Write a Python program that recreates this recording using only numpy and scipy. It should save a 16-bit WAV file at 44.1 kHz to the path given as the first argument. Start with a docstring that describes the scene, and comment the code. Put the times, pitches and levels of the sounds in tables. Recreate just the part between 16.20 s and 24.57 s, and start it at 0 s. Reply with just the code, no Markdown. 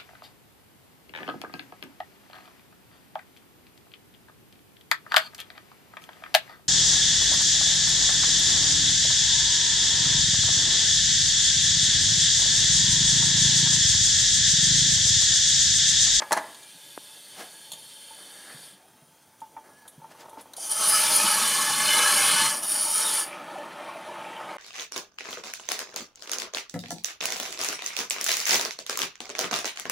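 """In a small hard-walled room, close to a microphone, a hand turns the tap of a water valve.
Pipes clatter (struck modes, noise cracks); a thin hiss (resonant noise) stops once the hand takes hold.
Handle taps, clicks, bumps and rubs are struck modes and filtered noise bursts; one pop is a filtered impulse.
A noise jet then roars in the pipe's modes, hisses and whistles at the seat, with short sung notes.
It dies to a softer churning flow: coloured noise, gliding bubbles and gulps. Both channels are the same."""
import sys
import numpy as np
from scipy import signal
from scipy.fft import rfft, irfft
from scipy.io import wavfile
from scipy.ndimage import uniform_filter1d

SR = 44100
rng = np.random.default_rng(int(sys.argv[2]) if len(sys.argv) > 2 else 0)


def wrap_up_sound(samples):
    """Save the sound to the file named by the first command line argument, as 16-bit audio."""
    columns = np.atleast_2d(samples).T
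    # keep every value between -1 and 1, then stretch to whole-number steps
    tamed = np.clip(columns, -1, 1)
    steps = np.round(tamed * 32767).astype(np.int16)
    wavfile.write(sys.argv[1], SR, steps)


N = 369116
TIME = np.arange(N) / SR
BINS_HZ = np.fft.rfftfreq(8192, 1 / SR)
BRIEF = TIME[:SR // 2]  # time axis of one hit, s

# Levels below are relative, ahead of the layer gains and the room mix.

# murmur of room and plumbing (f/Hz, level/dB)
QUIET_COLOUR = [(18, -70), (30, -24), (145, -9.5), (345, -9.5), (404, -10.5), (866, -13), (1130, -16.5),
                (1500, -16), (2000, -20.5), (2750, -21.5), (3140, -23.5), (3980, -21), (12000, -24),
                (16000, -26)]
# its resonances (f/Hz, width/Hz, level/dB)
QUIET_MODES = [(883, 24, -3), (3210, 140, -18), (6100, 250, -23.5), (9460, 240, -14)]
QUIET_DB = -58

# hiss of the nearly shut valve (f/Hz, level/dB)
SEEP_COLOUR = [(71, -26), (120, -13), (892, -16), (1030, -15), (1680, -7.5), (2400, -6.5), (3520, -1.5),
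               (5200, -5), (7050, -5.5), (8100, -3.5), (9590, 2.5), (11200, -14.5), (13000, -8),
               (16000, -26)]
# valve resonances in that hiss (f/Hz, width/Hz, level/dB)
SEEP_MODES = [(564, 72, -6), (3124, 114, 5.5), (3360, 60, -6), (3464, 70, 5), (3614, 130, 2),
              (4390, 106, 3.5), (4670, 67, 1), (5900, 81, -12), (6770, 150, -9), (8670, 370, -6),
              (9450, 120, 5.5), (9850, 28, 5), (9700, 59, 6.5), (10800, 110, -8), (11830, 180, -4.5),
              (12300, 83, -7), (12900, 320, -13)]
# steady until the first turn pinches it off
SEEP_DB, SEEP_STOP_S, SEEP_RELEASE_S = -47.5, 2.596, 0.13
# resonances come forward as the microphone nears the valve: 1.5 x the shift, then 0.5 x
SEEP_NEAR_S, SEEP_APPROACH_S, SEEP_SHIFT_DB = 0.49, 0.22, -5.5
SEEP_TONE_HZ, SEEP_TONE_WIDTH_HZ, SEEP_TONE_DB = 1671, 32, -64

# clatter against the pipes (t/s, body level/dB, crack level/dB)
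KNOCKS = [(0.002, -34, -60), (0.0199, -27, -56), (0.1093, -24.5, -57), (0.12, -18.5, -26),
          (0.1264, -27, -20), (0.1303, -22.5, -23.5), (0.1664, -26, -53), (0.1712, -32, -35),
          (0.1747, -22.5, -34.5), (0.185, -31, -49)]
# hollow thud of a knock (f/Hz, level/dB)
KNOCK_COLOUR = [(40, -27), (120, -36), (200, -10), (260, -8.5), (450, -13.5), (650, -5.5), (900, 4.5),
                (1300, -6.5), (1800, -4.5), (2700, -18.5), (4000, -22), (7000, -28), (14000, -49)]
# struck pipe modes (f/Hz, level/dB, t60/s)
KNOCK_MODES = [(503, -7, 0.05), (636, 6, 0.045), (846, 6, 0.091), (945, -3, 0.16), (1230, -9.5, 0.17),
               (1683, -5, 0.31)]
# hard front of the crack (f/Hz, level/dB)
CRACK_COLOUR = [(1470, -79), (2500, -24), (4210, 5), (4730, -3), (5830, 8.5), (9290, 2), (10400, 12),
                (12500, -9), (16000, -6)]
# what follows that front (f/Hz, level/dB)
CRACK_RING_COLOUR = [(1500, -48), (2600, -14), (4200, 1), (6000, 6), (9700, 0), (12000, -20), (16000, -37)]

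# sharp metal clicks in the valve (t/s, stem level/dB, seat level/dB)
CLICKS = [(0.346, -44, -57), (0.43, -45, -64), (1.518, -33.5, -36), (1.533, -35.5, -48), (3.204, -55, -55),
          (3.678, -48.5, -42), (4.095, -55, -51), (4.2104, -53, -45.5), (4.366, -44, -42)]
# stem when struck (f/Hz, width/Hz, level/dB)
STEM_MODES = [(935, 460, -7.5), (3510, 650, 1), (4380, 120, -1), (5450, 810, -15), (6860, 620, -0.5)]
# seat when struck (f/Hz, width/Hz, level/dB)
CLICK_MODES = [(8600, 2000, -5), (9700, 610, 5), (9940, 2100, 9), (12000, 700, -1), (14100, 990, -2)]
# dull bumps carried by the pipe (t/s, level/dB, f/Hz)
BUMPS = [(0.547, -55, 165), (1.529, -51, 155), (2.344, -43.5, 152), (2.527, -52, 192), (2.82, -53, 154),
         (3.778, -41, 153), (4.174, -42.5, 278), (5.04, -30, 208), (5.211, -35, 235)]
# loose handle taps on its stem (t/s, level/dB, thud re ring/dB)
TAPS = [(1.906, -42.5, -18), (3.217, -33, -15), (3.365, -33, -10), (3.62, -57, -2), (3.653, -51, 2),
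        (3.817, -43.5, -15), (3.841, -43, -6), (3.948, -48, -2), (4.031, -44.5, -8), (4.084, -49, 1.5),
        (4.129, -40, -17), (4.172, -39.5, -5), (4.196, -50, -4), (4.256, -51, 0)]
# handle modes (f/Hz, level/dB, t60/s)
HANDLE_MODES = [(892, 6, 0.13), (910, -21, 0.06), (650, -22, 0.025), (1260, -14, 0.08), (275, -16, 0.15),
                (2320, -16, .045)]
# thud beside the ring (f/Hz, level/dB)
THUD_COLOUR = [(80, -11), (280, -15), (900, 1.5), (1500, -9), (2300, -19), (3000, -25), (8000, -67)]
# handle rings freely, then the fingers damp it
TAP_FREE_S, TAP_DAMP_S, TAP_DAMP_DB = 0.034, 0.007, -12
# washer snapping off its seat (f/Hz, width/Hz, level/dB)
UNSEAT_MODES = [(1330, 450, -2), (4000, 600, 2), (6260, 900, -6), (9450, 1800, -7), (13000, 4000, -10)]
UNSEAT_S, UNSEAT_DB, UNSEAT_T60_S = 4.335, -36.5, 0.035

# brief tones: thin valve and pipe notes, and fuzzy scuffs near 740 Hz as the hand rubs (middle t/s, half
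# length/s, f/Hz, width/Hz, level/dB)
NOTES = [(0.452, 0.07, 2360, 14, -58), (1.21, 0.029, 746, 97, -43), (2.634, 0.045, 733, 130, -57.5),
         (3.565, 0.11, 1682, 22, -56), (4.444, 0.048, 6300, 260, -41), (4.5, 0.042, 3050, 140, -48),
         (4.62, 0.054, 6200, 295, -32), (4.74, 0.04, 5050, 266, -25.5), (4.749, 0.015, 1300, 54, -22.5),
         (4.787, 0.05, 6250, 63, -30), (6.6, 0.1, 4580, 260, -35.5), (6.71, 0.08, 890, 40, -38)]
# one dry pop (t/s, level/dB)
POPS = [(0.777, -22)]
# its spectrum (f/Hz, level/dB)
POP_COLOUR = [(60, -26), (150, -18), (300, 1.5), (600, -0.5), (1000, -2.5), (1600, -8), (2500, -22),
              (6000, -46)]

# hand and stem rub (middle t/s, half length/s, skin level/dB, thread level/dB, packing level/dB)
RUBS = [(1.208, 0.025, -43.5, -41.5, -48), (1.998, 0.034, -58.5, -75, -73), (2.213, 0.18, -58.5, -69, -58),
        (2.313, 0.039, -58, -72, -54), (3.48, 0.054, -56.5, -80, -69), (3.916, 0.011, -51.5, -55.5, -62),
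        (4.012, 0.021, -54, -51.5, -63), (4.199, 0.014, -53, -52, -59)]
# soft push of skin (f/Hz, level/dB)
RUB_COLOUR = [(90, -44), (208, -3.5), (399, -4.5), (600, -1), (764, -2.5), (980, -4), (1400, -7),
              (2000, -13), (3000, -30), (8000, -60)]
# dry scrape of the thread (f/Hz, level/dB)
GRIT_COLOUR = [(300, -27), (1200, -5), (2000, 0), (3100, -1), (5000, -1), (9400, -9), (15000, -14)]
# packing as it drags (f/Hz, width/Hz, level/dB)
PACKING_MODES = [(1370, 300, -5), (1660, 240, 0.5), (2040, 250, -6)]
# handle chatters as it turns (middle t/s, half length/s, level/dB)
RATTLES = [(3.824, 0.058, -57), (4.103, 0.11, -50.5)]
# soft drag through the opening turn
TURN_MID_S, TURN_HALF_S, TURN_DB = 4.1, 0.28, -65.5

# water running along the pipe (f/Hz, level/dB)
FLOW_COLOUR = [(29, -73), (50, -51), (175, -7.5), (337, -6), (450, -11.5), (590, -4.5), (745, -5),
               (884, -0.5), (1010, -10.5), (1240, -3.5), (1580, -10), (2380, -10), (3400, -15), (4400, -21),
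               (7950, -28), (9640, -25.5), (16000, -54)]
# its resonances (f/Hz, width/Hz, level/dB)
FLOW_MODES = [(340, 40, -4.5), (580, 53, 3), (633, 86, 1.5), (890, 71, 9), (1050, 33, 3.5), (1255, 61, -2),
              (1765, 50, -1), (10000, 280, -18)]
FLOW_START_S, FLOW_RISE_S, FLOW_DB = 4.23, 0.51, -43
# extra churn and bubbles, rising as the jet fades
CHURN_START_S, CHURN_RISE_S, CHURN_DB = 6.4, 0.98, 2.5
# first slug of water hitting the pipe (f/Hz, level/dB, t60/s)
SLUG_MODES = [(530, -2, 0.041), (664, -0.27, 0.056), (785, -2, 0.056)]
SLUG_S, SLUG_DB = 4.379, -36.5
# larger gulps of water in the pipe (t/s, f/Hz, level/dB)
GULPS = [(7.115, 570, -42), (7.127, 2360, -33), (7.34, 1046, -34), (7.357, 790, -30), (7.378, 576, -32),
         (7.673, 900, -31), (7.689, 1090, -30), (7.758, 648, -32), (7.89, 970, -33.5), (8.049, 2430, -38),
         (8.131, 2000, -37), (8.165, 3050, -35)]
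BUBBLE_LOW_HZ, BUBBLE_HIGH_HZ, BUBBLES_PER_S = 556, 2330, 83
BUBBLE_T60_CYCLES, BUBBLE_GLIDE_PER_S, BUBBLE_DB = 20, 3.1, -9.5

# jet strength at the seat as the tap is turned (t/s, level/dB)
JET = [(4.358, -84), (4.368, -48.5), (4.44, -39.5), (4.495, -41.5), (4.514, -34), (4.54, -37.5),
       (4.626, -30), (4.67, -30.5), (4.745, -28), (5.1, -28.5), (5.56, -30), (5.8, -26.5), (6.25, -27.5),
       (6.37, -37.5), (6.415, -46.5), (6.435, -36), (6.465, -42), (6.5, -34.5), (6.61, -34), (6.69, -35.5),
       (6.81, -31.5), (7.02, -33), (7.11, -71)]
# share of the full roar, i.e. gap width (t/s, share 0-1)
FULLNESS = [(4.4, 0.44), (4.9, 0.18), (5.3, 0.85), (5.7, 0.94), (6.25, 0.93), (6.5, 0), (7.1, 0.13)]
# broad roar between the resonances (f/Hz, level/dB)
ROAR_COLOUR = [(40, -59), (90, -56), (115, -42), (150, -24.5), (220, -14.5), (300, -31), (400, -13.5),
               (560, -17), (740, -35), (1020, -22), (1400, -9.5), (1900, -13.5), (2300, -11.5),
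               (2700, -12.5), (3600, -28), (4700, -10.5), (6000, -23), (8000, -50)]
# pipe resonances (f/Hz, width/Hz, narrow-gap level/dB, full-roar level/dB)
PIPE_MODES = [(609, 28, -2, -8.5), (825, 32, -2, -3), (890, 47, 4.5, 0.5), (1127, 92, -2, 2.5),
              (1300, 77, 2.5, -1), (1500, 38, -2.5, -2.5), (1624, 70, -9, 2), (1720, 72, -2, 0),
              (2136, 112, -16, -1.5), (2380, 190, -5.5, -8), (2988, 79, -6, 2.5), (3195, 100, -7, -4),
              (3492, 76, -4.5, 0), (3710, 56, -0.5, -2.5), (3950, 90, -9, -6), (4180, 170, -5.5, -1)]
# jet hiss (f/Hz, level/dB)
HISS_COLOUR = [(1760, -29.5), (3000, -6.5), (3730, -15), (4290, -11.5), (6000, -4.5), (7460, -5),
               (8760, -0.5), (9600, 4), (10700, -9), (14100, -13.5), (16000, -25)]
# valve body in the hiss (f/Hz, width/Hz, level/dB)
HISS_MODES = [(3124, 155, 0), (3650, 50, -15), (4380, 59, 2), (4700, 125, 5.5), (5250, 270, 1),
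              (5810, 70, 6), (6320, 77, 1), (6840, 150, -2), (7610, 190, -13)]
# seat whistle (f/Hz, width/Hz, level/dB)
SEAT_MODES = [(8960, 230, -7), (9400, 100, 3), (9490, 180, 7.5), (9625, 57, 8.5), (9430, 50, -1),
              (9660, 25, 10), (9800, 130, 2), (9950, 240, -3), (10580, 260, -16)]
# fine fizz around the whistle (f/Hz, level/dB)
SPRAY_COLOUR = [(5000, -44), (8500, -19), (10500, -8), (13000, -15), (15500, -24)]
# whistle flares as the seat catches the jet (middle t/s, lift/dB)
FLARES = [(4.514, 5.1), (4.578, 2.3), (4.694, 6.2), (4.712, 2.6), (4.96, 6.2)]
FLARE_HALF_S = 0.014
JET_REF_DB = -27
# level at reference strength; growth in dB per dB of jet
ROAR_DB, ROAR_GROWTH = -26, 1.73
WHISTLE_DB, WHISTLE_GROWTH = -21.5, 0.79
# level changes at fullness 1
WHISTLE_WIDE_DB, RUMBLE_DB, RUMBLE_WIDE_DB = -7.5, -30, 9.5
SPUTTER_DB, SPUTTER_HZ = 1.44, 94  # depth is scaled by (0.5 - fullness)
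SURGE_RMS_DB, DRIFT_RMS_HZ = 2, 14  # per pipe resonance

# room decay (f/Hz, t60/s)
ROOM_T60 = [(150, 0.91), (900, 0.52), (2000, 0.58), (6000, 0.2), (14000, 0.32)]
# depth of the room's standing waves (f/Hz, depth/dB)
STANDING_DB = [(300, 0.5), (1000, 2), (2500, 2.5), (6000, 2.5), (9500, 2.5), (13000, 4)]
LOW_CUT_HZ, EDGE_HZ = 77, 15800


def amp(db):
    """Decibels to gain."""
    return 10 ** (np.asarray(db) / 20)


def evened(x):
    """Scales to rms 1."""
    return x / np.sqrt(np.mean(x ** 2) + 1e-20)


def read(points, hz):
    """Interpolates (f/Hz, value) points on a log-frequency axis."""
    f, value = np.transpose(points)
    return np.interp(np.log(hz + 1), np.log(f + 1), value)


def level(rows):
    """Gain curve from (t/s, level/dB) rows, -120 dB outside their span."""
    return amp(np.interp(TIME, *np.transpose(rows), left=-120, right=-120))


def ramp(start_s, length_s):
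    """Straight rise from 0 to 1."""
    return np.clip((TIME - start_s) / max(length_s, 1e-3), 0, 1)


def swell(mid_s, half_s):
    """Bell-shaped rise and fall."""
    return np.exp(-((TIME - mid_s) / half_s) ** 2)


def stroke(mid_s, half_s):
    """Rise and fall with long skirts, as pressure builds and eases."""
    return 1 / (1 + np.abs((TIME - mid_s) / half_s) ** 2)


def add(mix, s, sound):
    """Mixes a sound in at time s."""
    part = mix[max(round(s * SR), 0):][:len(sound)]
    part += sound[:len(part)]


def shape(points):
    """Gain per bin of a smooth spectrum."""
    return amp(read(points, BINS_HZ))


def resonance(hz, centre_hz, width_hz, db):
    """Power response of a resonance with steep skirts."""
    return amp(db) ** 2 / (1 + 2.6 * ((hz - centre_hz) / width_hz) ** 2) ** 2


def peaks(modes):
    """Gain per bin of a set of resonances, summed in power."""
    return np.sqrt(sum(resonance(BINS_HZ, hz, width, db) for hz, width, db in modes))


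def colour(x, gain):
    """Minimum-phase filter with the given gain per bin, scaled to a peak of 1."""
    log_gain = np.log(np.maximum(gain / gain.max(), 1e-5))
    circle = np.concatenate([log_gain, log_gain[-2:0:-1]])
    taps = np.fft.ifft(np.exp(np.conj(signal.hilbert(circle)))).real
    return signal.oaconvolve(x, taps[:len(BINS_HZ)])[:len(x)]


def wander(rate_hz, size=N):
    """Slow random curve of rms 1, rolled off above rate_hz."""
    hz = np.fft.rfftfreq(size, 1 / SR)
    spectrum = rfft(rng.standard_normal(size)) / (1 + (hz / rate_hz) ** 4)
    return evened(irfft(spectrum, size))


def smoothed(x, size, axis):
    """Moving average along one axis."""
    return uniform_filter1d(x, size=size, axis=axis)


def turbulence(patchy_db, flicker_db, flicker_hz):
    """Noise whose bands swell in short patches while the whole of it flickers."""
    z = signal.stft(rng.standard_normal(N), nperseg=1024)[2]
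    patches = evened(smoothed(smoothed(rng.standard_normal(z.shape), 12, axis=0), 4, axis=1))
    noise = signal.istft(z * amp(patchy_db * patches), nperseg=1024)[1][:N]
    return evened(noise * amp(flicker_db * wander(flicker_hz)))


def bursts(per_s, spread_db):
    """Random train of impulses of uneven size and either sign; rms 1."""
    size = amp(spread_db * np.minimum(rng.exponential(1, N), 4))
    sign = rng.choice([-1, 1], N)
    return evened(size * sign * (rng.random(N) < per_s / SR))


def dying(t60_s):
    """Envelope that falls 60 dB in t60_s."""
    return np.exp(-np.log(1000) * BRIEF / max(t60_s, 1e-3))


def burst(gain, t60_s):
    """Decaying coloured noise with the energy of its envelope."""
    envelope = dying(t60_s)
    x = colour(rng.standard_normal(len(BRIEF)) * envelope, gain)
    return x / np.sqrt(np.sum(x ** 2) / np.sum(envelope ** 2))


def ring(modes, rise_s):
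    """Struck modes that build up over the contact time; peak 1."""
    x = sum(amp(db) * dying(t60) * np.sin(2 * np.pi * (hz * BRIEF + rng.random()))
            for hz, db, t60 in modes)
    x = x * (1 - np.exp(-BRIEF / rise_s))
    return x / abs(x).max()


def room(x):
    """Diffuse tail off the walls, each band dying at its own speed."""
    late_noise = rng.standard_normal(SR) * (TIME[:SR] > .004)
    hz, t, z = signal.stft(late_noise, SR, nperseg=256)
    decay = np.exp(-np.log(1000) * t / read(ROOM_T60, hz)[:, None])
    tail = signal.istft(z * decay, SR, nperseg=256)[1]
    return signal.fftconvolve(x, tail / np.linalg.norm(tail))[:N]


def standing(x):
    """Standing waves between hard walls: peaks and dips drift as the hand-held microphone moves."""
    hz, t, z = signal.stft(x, SR, nperseg=1024)
    ripple = evened(smoothed(smoothed(rng.standard_normal(z.shape), 2, axis=0), 24, axis=1))
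    ripple_db = read(STANDING_DB, hz)[:, None] * np.clip(ripple, -2, 1.6)
    return signal.istft(z * amp(ripple_db), SR, nperseg=1024)[1][:N]


def quiet():
    """Low murmur of the room and the plumbing over an even hiss: coloured noise."""
    gain = shape(QUIET_COLOUR) + amp(0.5) * peaks(QUIET_MODES)
    drive = turbulence(patchy_db=1.2, flicker_db=0.55, flicker_hz=30)
    return amp(QUIET_DB) * evened(colour(drive, gain))


def seep():
    """Water squeezed through a narrow gap hisses in the valve's resonances, with a thin whine."""
    drive = turbulence(patchy_db=1.0, flicker_db=0.4, flicker_hz=20)
    held = 1 - ramp(SEEP_STOP_S - SEEP_RELEASE_S, SEEP_RELEASE_S)
    near = amp(SEEP_SHIFT_DB * (1.5 - ramp(SEEP_NEAR_S, SEEP_APPROACH_S)))
    resonant = near * colour(rng.standard_normal(N), peaks(SEEP_MODES))
    hiss = evened(colour(drive, shape(SEEP_COLOUR)) + amp(11) * resonant)
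    tone_gain = peaks([(SEEP_TONE_HZ, SEEP_TONE_WIDTH_HZ, 0)])
    tone = evened(colour(rng.standard_normal(N), tone_gain))
    return held * (amp(SEEP_DB) * hiss + amp(SEEP_TONE_DB) * tone)


def clatter():
    """Each knock is a hollow thud, a bright crack with a hard front, and the ring of the pipes."""
    out = np.zeros(N)
    for s, body_db, crack_db in KNOCKS:
        thud = burst(shape(KNOCK_COLOUR), t60_s=0.1) * (0.7 + 0.7 * dying(0.03))
        body = thud + amp(-0.5) * ring(KNOCK_MODES, rise_s=0.001)
        front = burst(shape(CRACK_COLOUR), t60_s=0.013)
        after = burst(shape(CRACK_RING_COLOUR), t60_s=0.053)
        crack = amp(4.5) * front + amp(-6) * after
        add(out, s, amp(body_db) * body + amp(crack_db) * crack)
    return out


def handle():
    """Struck parts: clicks in the valve, dull pipe bumps, damped handle taps, the washer's snap."""
    out = np.zeros(N)
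    for s, stem_db, seat_db in CLICKS:
        stem = burst(peaks(STEM_MODES), t60_s=0.059)
        seat = burst(peaks(CLICK_MODES), t60_s=0.091)
        add(out, s, amp(stem_db) * stem + amp(seat_db) * seat)
    for s, db, hz in BUMPS:
        add(out, s, amp(db) * ring([(hz, 0, .1), (hz * 1.59, -5, .08)], rise_s=0.0042))
    damping = amp(TAP_DAMP_DB * ramp(TAP_FREE_S, TAP_DAMP_S)[:len(BRIEF)])
    for s, db, thud_db in TAPS:
        thud = burst(shape(THUD_COLOUR), t60_s=0.1) * (1 - dying(0.003))
        tap = ring(HANDLE_MODES, rise_s=0.0018) + amp(thud_db) * thud
        add(out, s, amp(db) * damping * tap)
    add(out, UNSEAT_S, amp(UNSEAT_DB) * burst(peaks(UNSEAT_MODES), UNSEAT_T60_S))
    return out


def notes():
    """Brief tones with jittering pitch: thin when the jitter is small, fuzzy when it is wide."""
    out = np.zeros(N)
    for s, half, hz, width, db in NOTES:
        turns = np.cumsum(hz + .5 * width * wander(width)) / SR
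        out += amp(db) * swell(s, half) * np.sin(2 * np.pi * turns)
    return out * amp(0.73 * wander(59))


def pop():
    """A dry, heavily damped pop close to the microphone: a filtered impulse."""
    out = np.zeros(N)
    pulse = colour(signal.unit_impulse(len(BRIEF)), shape(POP_COLOUR))
    for s, db in POPS:
        add(out, s, amp(db) * pulse / abs(pulse).max())
    return out


def grainy(gain):
    """Friction noise: random fluctuation of level, then the surface's spectrum."""
    return evened(colour(rng.standard_normal(N) * amp(1.6 * wander(130)), gain))


def rubs():
    """Skin, thread and packing slide in grainy strokes, and the loose handle chatters."""
    skin, grit = grainy(shape(RUB_COLOUR)), grainy(shape(GRIT_COLOUR))
    packing = grainy(peaks(PACKING_MODES))
    out = amp(TURN_DB) * swell(TURN_MID_S, TURN_HALF_S) * skin
    for s, half, skin_db, grit_db, packing_db in RUBS:
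        rub = amp(skin_db) * skin + amp(grit_db) * grit + amp(packing_db) * packing
        out += stroke(s, half) * rub
    shaking = sum(amp(db) * swell(s, half) for s, half, db in RATTLES)
    chatter_gain = peaks([(540, 290, 2), (930, 120, 10.5), (1330, 130, 0.0)])
    chatter = evened(colour(bursts(per_s=190, spread_db=0.5), chatter_gain))
    return out + shaking * chatter


def flow():
    """Water churns along the pipe: a first slug, then gurgling bubbles and a few larger gulps."""
    collapses = bursts(per_s=570, spread_db=2.0)
    drive = turbulence(patchy_db=2.0, flicker_db=1.0, flicker_hz=33) + amp(-7.0) * collapses
    churning = ramp(CHURN_START_S, CHURN_RISE_S)
    gain = ramp(FLOW_START_S, FLOW_RISE_S) * amp(FLOW_DB + CHURN_DB * churning)
    churn = evened(colour(drive, shape(FLOW_COLOUR) + amp(-9.5) * peaks(FLOW_MODES)))
    out = gain * (churn + amp(BUBBLE_DB) * churning * bubbles())
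    add(out, SLUG_S, amp(SLUG_DB) * ring(SLUG_MODES, rise_s=0.002))
    for s, hz, db in GULPS:
        add(out, s, amp(db) * ring([(hz, 0, .05), (hz * 0.937, -4, .04)], rise_s=0.00057))
    return out


def jet():
    """The cavitating jet drives the pipe's modes, hisses, and makes the seat whistle."""
    jet_gain = level(JET)
    strength = jet_gain / amp(JET_REF_DB)
    full = np.clip(np.interp(TIME, *np.transpose(FULLNESS)), 0, 1)

    collapses = bursts(per_s=900, spread_db=2.5)
    drive = turbulence(patchy_db=2.0, flicker_db=0.5, flicker_hz=120) + amp(-9.5) * collapses
    rumble_drive = turbulence(patchy_db=2.0, flicker_db=0.0, flicker_hz=15)
    rumble = evened(colour(rumble_drive, peaks([(148.4, 28, 0), (217, 44, 0), (300, 60, -4.5)])))
    rumble_gain = amp(RUMBLE_DB + RUMBLE_WIDE_DB * full)
    roar_gain = amp(ROAR_DB) * strength ** ROAR_GROWTH
    roar = roar_gain * (pipe(drive, full) + rumble_gain * rumble)

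    hiss_drive = turbulence(patchy_db=0.8, flicker_db=0.98, flicker_hz=60)
    hiss_shape = shape(HISS_COLOUR) + amp(-4.5) * peaks(HISS_MODES)
    hiss = amp(2.5) * jet_gain * evened(colour(hiss_drive, hiss_shape))

    whistle_drive = turbulence(patchy_db=1.5, flicker_db=1.55, flicker_hz=7.4)
    flare_db = sum(db * swell(s, FLARE_HALF_S) for s, db in FLARES)
    whistle_db = WHISTLE_DB + WHISTLE_WIDE_DB * full + flare_db
    whistle_gain = amp(whistle_db) * strength ** WHISTLE_GROWTH
    whistle = whistle_gain * evened(colour(whistle_drive, peaks(SEAT_MODES) + shape(SPRAY_COLOUR)))

    # level flicker, none at half fullness
    sputter = amp(SPUTTER_DB * (0.5 - full) * wander(SPUTTER_HZ))
    return sputter * (roar + hiss + whistle)


def pipe(drive, full):
    """The jet rings the pipe: a wider gap feeds other resonances, and each surges on its own."""
    hz, t, z = signal.stft(drive, SR, nperseg=2048, noverlap=1536)
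    centre, width, narrow_db, wide_db = np.transpose(PIPE_MODES)
    grid = (len(t), len(centre))
    surge = evened(smoothed(rng.standard_normal(grid), 10, axis=0))
    drift = evened(smoothed(rng.standard_normal(grid), 16, axis=0))
    opening = np.interp(t, TIME, full)[:, None]
    mode_db = narrow_db + opening * (wide_db - narrow_db) + SURGE_RMS_DB * surge
    pitch = centre + DRIFT_RMS_HZ * drift
    power = sum(resonance(hz, f[:, None], w, db[:, None])
                for f, w, db in zip(pitch.T, width, mode_db.T))
    power = power + amp(read(ROAR_COLOUR, hz)) ** 2
    return evened(signal.istft(z * np.sqrt(power.T), nperseg=2048, noverlap=1536)[1][:N])


def bubbles():
    """Each size of bubble rings for a few cycles and rises in pitch, at random moments."""
    out, t = np.zeros(N), BRIEF[:SR // 10]
    for hz in np.geomspace(BUBBLE_LOW_HZ, BUBBLE_HIGH_HZ, 20):
        turns = hz * (t + .5 * BUBBLE_GLIDE_PER_S * t ** 2)
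        envelope = dying(BUBBLE_T60_CYCLES / hz)[:len(t)] * (1 - np.exp(-t * hz))
        blip = np.sin(2 * np.pi * turns) * envelope
        starts = bursts(per_s=BUBBLES_PER_S / 20, spread_db=-1.0)
        out += signal.oaconvolve(starts, blip)[:N]
    return evened(out)


def scene():
    """All sources, with room tail on water, knocks and hand; the same in both channels."""
    water = standing(seep() + jet() + flow()) + notes()
    knocks = clatter()
    hand = handle() + rubs()
    wet = room(amp(-8.5) * water + amp(-12.5) * knocks + amp(-12.5) * hand)
    mono = amp(-0.84) * water + knocks + hand + wet + pop() + standing(quiet())
    return np.array([mono, mono])


def record(dry):
    """The small microphone's bass roll-off, then the band limit."""
    bass_cut = signal.butter(2, LOW_CUT_HZ, "highpass", fs=SR, output="sos")
    thin = signal.sosfilt(bass_cut, dry)
    band_limit = signal.firwin(511, EDGE_HZ, window=("kaiser", 9), fs=SR)
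    return signal.oaconvolve(thin, band_limit[None], "same")


dry = scene()
out = record(dry)
wrap_up_sound(out)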